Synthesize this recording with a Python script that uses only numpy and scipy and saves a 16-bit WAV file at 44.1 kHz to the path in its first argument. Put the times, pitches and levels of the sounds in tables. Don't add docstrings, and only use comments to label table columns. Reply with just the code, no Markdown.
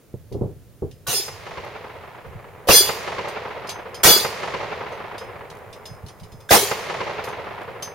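import sys
import numpy as np
from scipy import signal
from scipy.fft import rfft, irfft, next_fast_len
from scipy.io import wavfile
from scipy.ndimage import uniform_filter1d

SR = 44100
rng = np.random.default_rng(int(sys.argv[2]) if len(sys.argv) > 2 else 0)


def to_wav(s):
    ch = np.atleast_2d(s).T
    pcm = np.round(np.clip(ch, -1, 1) * 32767)
    wavfile.write(sys.argv[1], SR, pcm.astype(np.int16))


N = 350154
TIME = np.arange(N) / SR

# frequency in Hz, relative density in dB.
AIR_COLOUR = [(30, -17), (120, -6), (280, -6.5), (520, -6), (800, -19.5), (1500, -21.5), (3000, -25.5),
              (6000, -27.5), (8000, -25), (10000, -27), (16000, -26)]
AIR_DB = -54

# frequency in Hz, relative density in dB.
BREEZE_COLOUR = [(20, -8), (50, -2), (105, 7.5), (170, -1.5), (300, -22.5), (800, -38), (16000, -82.5)]
BREEZE_DB, BREEZE_SWING_DB, BREEZE_SWING_S, BREEZE_RISE_S = -50, 2, 0.12, 0.15
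# start in seconds, level in dB, time to fall 60 dB in seconds.
GUSTS = [(2.255, -38, 0.37), (2.345, -35.5, 0.18), (5.90, -38, 0.28), (6.03, -35, .15), (6.21, -32.5, .2),
         (6.32, -37.5, 0.28)]

# start in seconds, level in dB, time to fall 60 dB in seconds.
BUMPS = [(0.139, -29.5, 0.064), (0.315, -29.5, 0.14), (0.343, -27, 0.32), (0.410, -19.5, 0.26),
         (0.82, -22, 0.2)]
# frequency in Hz, relative density in dB.
BUMP_COLOUR = [(25, -14), (60, -11), (115, 3), (200, -9.5), (300, -7.5), (410, 0), (560, -13.5), (800, -22),
               (1300, -38.5), (2500, -87), (16000, -80)]
SHUDDER_DB, SHUDDER_T60_S = -11.5, 0.56

# start in seconds, knock level in dB, ring level in dB (both
CLANKS = [(0.3242, -37.5, -58, "B"), (0.9118, -41, -54, "B"), (3.2829, -29, -42, "A"),
          (3.6711, -34, -35, "B"), (3.691, -18, -28, "C"), (3.9444, -26.5, -33.5, "B"),
          (4.9202, -40, -47, "C"), (5.1806, -27.5, -36.5, "B"), (5.5004, -36, -52, "D"),
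          (5.7279, -33, -48, "B"), (5.8544, -31, -33, "B"), (6.3185, -40, -46, "B"),
          (6.4028, -44, -47, "B"), (7.2389, -27.5, -35, "D"), (7.2843, -34, -42, "C"),
          (7.8231, -23, -22.5, "C")]
# frequency in Hz, relative density in dB.
CLANK_COLOUR = [(300, -31), (1500, -11), (3100, 4.5), (5500, 1), (7800, -5), (9200, -3.5), (13000, -13),
                (16000, -24)]
# frequency in Hz, relative level in dB,
# time to fall 60 dB in seconds.
PLATE_MODES = [
    [(3410, -3, .27), (3442, -14, .3), (4260, -12, .35), (4772, -1, .37), (6191, -9, .24), (9318, -12, .24),
     (13507, -5, .26)],
    [(3260, -18, .2), (3442, -12, .22), (4300, -17, .25), (5096, 0, .3), (6188, -14, .3), (7138, -9, .25),
     (9324, -9, .28), (10400, -20, .3), (11460, -20, .25)],
    [(2721, -15, .15), (4651, -11, .17), (5650, -10, .19), (6040, -13, .12), (6194, -1, .24),
     (6435, -14, .22), (8974, -15, .16), (9195, -12, .18)],
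    [(4128, -8, .17), (4507, -13, .2), (5028, -7, .2), (5650, -12, .2), (6991, -11, .2), (9316, -3, .24),
     (12311, -9, .24), (12992, -12, .15), (13225, -7, .15)],
]
PLATE_NAMES = "ABCD"
# relative level in dB, plates A to D.
SYMPATHY_DB = [-20.5, -14.5, -10, -9]
JOSTLE_FROM_S, JOSTLE_TO_S, JOSTLES_PER_S = 6.02, 6.28, 16
JOSTLE_DB, JOSTLE_RING_DB, JOSTLE_SPREAD_DB = -38, -53, 2

# start in seconds, frequency in Hz,
# level in dB, time to fall 60 dB in seconds.
BARKS = [(1.066, 1130, -16, 0.25), (1.067, 1474, -14, 0.27), (1.067, 3900, -18, 0.32),
         (2.673, 533, -13.5, .2), (2.708, 2740, -1, 0.073), (4.051, 1895, -2.5, 0.11),
         (6.492, 1607, -15, 0.05), (6.493, 3550, -18, 0.018)]
# start in seconds, crash level in dB, build-up in seconds,
# first touch against the top in dB, time to fall 60 dB in seconds, ring levels of plates A to D in dB.
STRIKES = [(1.068, -1.5, .06, -7.5, 0.42, -27, -0.5, -16, -6.5),
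           (2.67, -3, 0.057, -30, 0.49, -2.5, -24.5, -6, 1),
           (4.032, 2.5, 0.04, -9, 0.4, -0.5, -22, -25.5, -34),
           (6.487, -4, 0.044, -40, 0.5, -32, -23.5, -31, -34)]
# frequency in Hz, relative density in dB.
CRASH_COLOUR = [(100, -14.5), (400, 1), (1200, -3.5), (2200, -2.5), (3200, 0.5), (5000, 1), (6500, 1),
                (7900, 1), (9200, 0), (13000, -1), (16000, -5.5)]

# start in seconds, roar level in dB, hold in seconds, echo gain in dB.
BLASTS = [(1.075, -15.5, 0.026, -1), (2.685, -3, 0.015, 1), (4.041, -5.5, 0.054, 1.5),
          (6.507, 1.5, 0.033, 2)]
# frequency in Hz, relative density in dB.
BLAST_COLOUR = [(25, -16), (50, -16), (100, -7.5), (280, -7), (450, 2), (750, 1), (1100, -1.5),
                (1600, -8.5), (3200, -11.5), (8000, -17), (16000, -19.5)]

# frequency in Hz, relative density in dB.
ECHO_COLOUR = [(30, -27.5), (100, -3), (200, -6.5), (300, -12), (420, 5), (700, 1), (1000, 1.5), (1500, -4),
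               (2100, -1.5), (3200, -7), (5000, -8.5), (8000, -10.5), (16000, -9)]
# delay in seconds, level in dB before the trim in field.
ECHOES = [(0.059, -15), (0.202, -12), (0.387, -15.5), (0.494, -16)]
# delay in seconds, frequency in Hz, level in dB.
BOOMS = [(.055, 480, -4), (.118, 395, -10)]
TREES_FROM_S, TREES_TO_S, TREES_PER_S = 0.42, 1.4, 20
TREE_DB, TREE_FALL_DB_PER_S, TREE_SPREAD_DB = -19, 9, 1
ROLL_DB, ROLL_RISE_S, ROLL_HOLD_S, ROLL_T60_S = -23.5, 0.032, 0.53, 6.82
AIR_LOSS_DB, LOSS_SLOPE = 17, 1.55

# time in seconds, gain in dB.
FADE = [(1.08, -17.5), (1.25, -16), (1.55, -9.5), (2.3, -9.5), (2.65, -5.5)]

# frequency in Hz, correlation from -1 to 1.
FAR_LIKENESS = [(50, .4), (300, .78), (1000, .78), (2500, .6), (6000, .4), (16000, .3)]
# frequency in Hz, correlation from -1 to 1.
NEAR_LIKENESS = [(50, 0.14), (400, 1), (1200, 0.48), (3000, 0.574), (16000, 0.24)]
# frequency in Hz, correlation from -1 to 1.
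BLAST_LIKENESS = [(50, .2), (400, .65), (1200, .4), (3000, .2), (16000, .2)]
CUTOFF_HZ = 15900


def from_db(db):
    return 10 ** (np.asarray(db) / 20)


def curve(rows, t):
    return np.interp(t, *np.transpose(rows))


def at_hz(points, hz):
    points = np.array(points)
    return np.interp(np.log(hz + 1), np.log(points[:, 0]), points[:, 1])


def noise(colour, likeness, size):
    padded = next_fast_len(size)
    hz = np.fft.rfftfreq(padded, 1 / SR)
    mid, side = rfft(rng.standard_normal((2, padded)))
    alike = np.clip(at_hz(likeness, hz), -1, 1)
    pair = np.sqrt(1 + alike) * mid + np.sqrt(1 - alike) * side * [[1], [-1]]
    x = irfft(pair * from_db(at_hz(colour, hz)), padded)[:, :size]
    return x / x.std()


def burst(age, rise, hold, t60):
    fall = np.clip((age - rise - hold) / t60, 0, 10)
    return np.clip(age / rise, 0, 1) * np.exp(-np.log(1000) * fall)


def add(out, s, x):
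    start = max(round(s * SR), 0)
    out[..., start:start + x.shape[-1]] += x[..., :max(N - start, 0)]


def flutter(grain_s, size):
    wobble = uniform_filter1d(rng.standard_normal(size), int(grain_s * SR))
    return np.clip(wobble / wobble.std(), -2, 2)


def scatter(start, end, per_s, spread_db, count=64):
    chance = rng.uniform(-1, 1, (count, 2))
    times = start + (np.arange(count) + 0.5 + 0.5 * chance[:, 0]) / per_s
    levels = spread_db * np.sqrt(3) * chance[:, 1]
    return [(s, db) for s, db in zip(times, levels) if s < end]


def note(hz, db, rise, t60):
    age = TIME[:SR // 4]
    phase = rng.uniform(0, 2 * np.pi) + rng.normal(0, 0.31, (2, 1))
    return from_db(db) * burst(age, rise, 0, t60) * np.sin(2 * np.pi * hz * age + phase)


def clangy(x, depth_db, life_s):
    frames = signal.stft(x, SR, nperseg=512)[2]
    life_frames = round(life_s * SR / 256)
    strength = uniform_filter1d(rng.standard_normal(frames.shape[1:]), life_frames, axis=1)
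    peaks = from_db(depth_db * np.clip(strength / strength.std(), -2, 2))
    y = signal.istft(frames * peaks, SR)[1][:, :x.shape[1]]
    return y / y.std()


def thuds(rows, colour, rise):
    out = np.zeros(N)
    for s, db, t60 in rows:
        add(out, s, from_db(db) * burst(TIME[:SR], rise, 0.00417, t60))
    return out * noise(colour, FAR_LIKENESS, N)


def quiet_air():
    return from_db(AIR_DB) * noise(AIR_COLOUR, FAR_LIKENESS, N)


def wind():
    swing_db = BREEZE_SWING_DB * flutter(BREEZE_SWING_S, N)
    level = from_db(BREEZE_DB + swing_db) * np.clip(TIME / BREEZE_RISE_S, 0, 1)
    breeze = level * noise(BREEZE_COLOUR, NEAR_LIKENESS, N)
    return breeze + thuds(GUSTS, BREEZE_COLOUR, rise=0.013)


def bumps():
    shudders = [(s, db + SHUDDER_DB, SHUDDER_T60_S) for s, db, _ in BUMPS]
    return thuds(BUMPS, BUMP_COLOUR, rise=0.0028) + thuds(shudders, BREEZE_COLOUR, rise=0.0086)


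def ringing(blows, waver):
    out, age = np.zeros((2, N)), TIME[:SR // 2]
    knots = np.linspace(0, age[-1], num=40)
    builds = {build for _, build, _ in blows}
    for number, modes in enumerate(PLATE_MODES):
        for hz, mode_db, t60 in modes:
            wander = rng.standard_normal((2, len(knots)))
            sway = waver * np.array([np.interp(age, knots, row) for row in wander])
            phase = rng.uniform(0, 2 * np.pi) + np.array([[0], [np.pi * 0.8]]) * rng.uniform(-0.95, 1)
            tone = np.sin(2 * np.pi * hz * age + phase + sway) * (1 + sway)
            rings = {build: tone * burst(age, build, 0, t60) for build in builds}
            for s, build, levels in blows:
                add(out, s, from_db(levels[number] + mode_db) * rings[build])
    return out


def clanks(knock_db=-10, ring_db=-6, knock_t60=0.13, rattle_db=1.0, clang_db=6):
    jostles = scatter(JOSTLE_FROM_S, JOSTLE_TO_S, JOSTLES_PER_S, JOSTLE_SPREAD_DB)
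    touches = CLANKS + [(s, JOSTLE_DB + db, JOSTLE_RING_DB + db, "B") for s, db in jostles]
    knocks, age, blows = np.zeros(N), TIME[:SR // 2], []
    for s, db, sing_db, plate in touches:
        add(knocks, s, from_db(db + knock_db) * burst(age, 0.00061, 0.0029, knock_t60))
        levels = [sing_db + (name != plate) * passed_db
                  for name, passed_db in zip(PLATE_NAMES, SYMPATHY_DB)]
        blows.append((s, 0.005, levels))
    knocks *= from_db(rattle_db * flutter(0.0017, N))
    hinge = clangy(noise(CLANK_COLOUR, NEAR_LIKENESS, N), depth_db=clang_db, life_s=0.08)
    return knocks * hinge + from_db(ring_db) * ringing(blows, waver=0.081)


def barks():
    out = np.zeros((2, N))
    for s, hz, db, t60 in BARKS:
        add(out, s, note(hz, db, 0.00064, t60))
    return out


def crashes(split_hz=7500, treble_life=0.87, clang_db=7.0, crackle_db=2.0):
    body, top, age = np.zeros(N), np.zeros(N), TIME[:SR]
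    for s, db, build, touch_db, t60, *_ in STRIKES:
        swell = from_db(db + touch_db * np.clip(1 - age / build, 0, 1) ** 2)
        add(body, s, swell * burst(age, 0.003, build, t60))
        add(top, s, swell * burst(age, 0.002, build, t60 * treble_life))
    steel = clangy(noise(CRASH_COLOUR, NEAR_LIKENESS, N), depth_db=clang_db, life_s=0.06)
    steel *= from_db(crackle_db * flutter(0.00083, N))
    low = signal.sosfiltfilt(signal.butter(3, split_hz, fs=SR, output="sos"), steel)
    return body * low + top * (steel - low)


def ticks(per_s=9, tick_db=-56, spread_db=4, t60=0.025):
    touches = (rng.random(N) < per_s / SR) * (TIME > STRIKES[0][0])
    sizes = touches * from_db(tick_db + spread_db * np.clip(rng.standard_normal(N), -2, 2))
    level = signal.oaconvolve(sizes, burst(TIME[:SR // 10], 0.00067, 0, t60))[:N]
    return level * noise(CRASH_COLOUR, NEAR_LIKENESS, N)


def blasts(rise=0.0037, t60=0.15, thump_db=-12, thump_delay=0.0077, thump_t60=0.11):
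    roar, push, age = np.zeros(N), np.zeros(N), TIME[:SR]
    for s, db, hold, _ in BLASTS:
        add(roar, s, from_db(db) * burst(age, rise, hold, t60))
        add(push, s + thump_delay, from_db(thump_db) * burst(age, 0.0007, 0.0031, thump_t60))
    return roar * noise(BLAST_COLOUR, BLAST_LIKENESS, N) + push * noise(BREEZE_COLOUR, BLAST_LIKENESS, N)


def trees():
    return [(delay, TREE_DB + db - TREE_FALL_DB_PER_S * (delay - TREES_FROM_S))
            for delay, db in scatter(TREES_FROM_S, TREES_TO_S, TREES_PER_S, TREE_SPREAD_DB)]


def field(echo_db=1, echo_t60=0.086, echo_cut_hz=2400, boom_t60=0.035, clump_db=1.6):
    age = TIME[:3 * SR]
    clumps_db = clump_db * flutter(0.005, len(age)) * np.clip(age / 0.7, 0, 1)
    roll = from_db(ROLL_DB + clumps_db) * burst(age, ROLL_RISE_S, ROLL_HOLD_S, ROLL_T60_S)
    power = sum((from_db(db + echo_db) * burst(age - delay, 0.0052, 0.0058, echo_t60)) ** 2
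                for delay, db in ECHOES + trees())
    slaps = np.sqrt(power) * noise(ECHO_COLOUR, FAR_LIKENESS, len(age))
    dull = signal.butter(1, echo_cut_hz, fs=SR, output="sos")
    answer = roll * noise(ECHO_COLOUR, FAR_LIKENESS, len(age))
    answer += signal.sosfilt(dull, slaps)
    for delay, hz, db in BOOMS:
        add(answer, delay, note(hz, db, 0.0069, boom_t60))
    hz, delay, frames = signal.stft(answer, SR, nperseg=256)
    loss_db = AIR_LOSS_DB * (hz[:, None] / 5000) ** LOSS_SLOPE * delay
    answer = signal.istft(frames * from_db(-loss_db), SR)[1]
    out = np.zeros((2, N))
    for s, _, _, db in BLASTS:
        add(out, s, from_db(db) * answer)
    return out


def strike_ringing():
    blows = [(s + build * 0.7, build, levels) for s, _, build, _, _, *levels in STRIKES]
    return ringing(blows, waver=0.51)


def overload(x, top=1.085):
    return x / (1 + np.abs(x / top) ** 6) ** (1 / 6)


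def scene():
    steel = barks() + crashes() + strike_ringing()
    shots = overload(blasts() + steel + field())
    faded_shots = shots * from_db(curve(FADE, TIME))
    surroundings = quiet_air() + wind() + bumps() + clanks() + ticks()
    balance = from_db([[-0.4], [0.4]])
    return (faded_shots + surroundings) * balance


def record(dry, notch_hz=7900, notch_q=14):
    coloured = signal.lfilter(*signal.iirnotch(notch_hz, notch_q, fs=SR), dry)
    steep_cut = signal.ellip(12, 0.2, 70, CUTOFF_HZ, fs=SR, output="sos")
    return signal.sosfilt(steep_cut, coloured)


dry = scene()
out = record(dry)
to_wav(out)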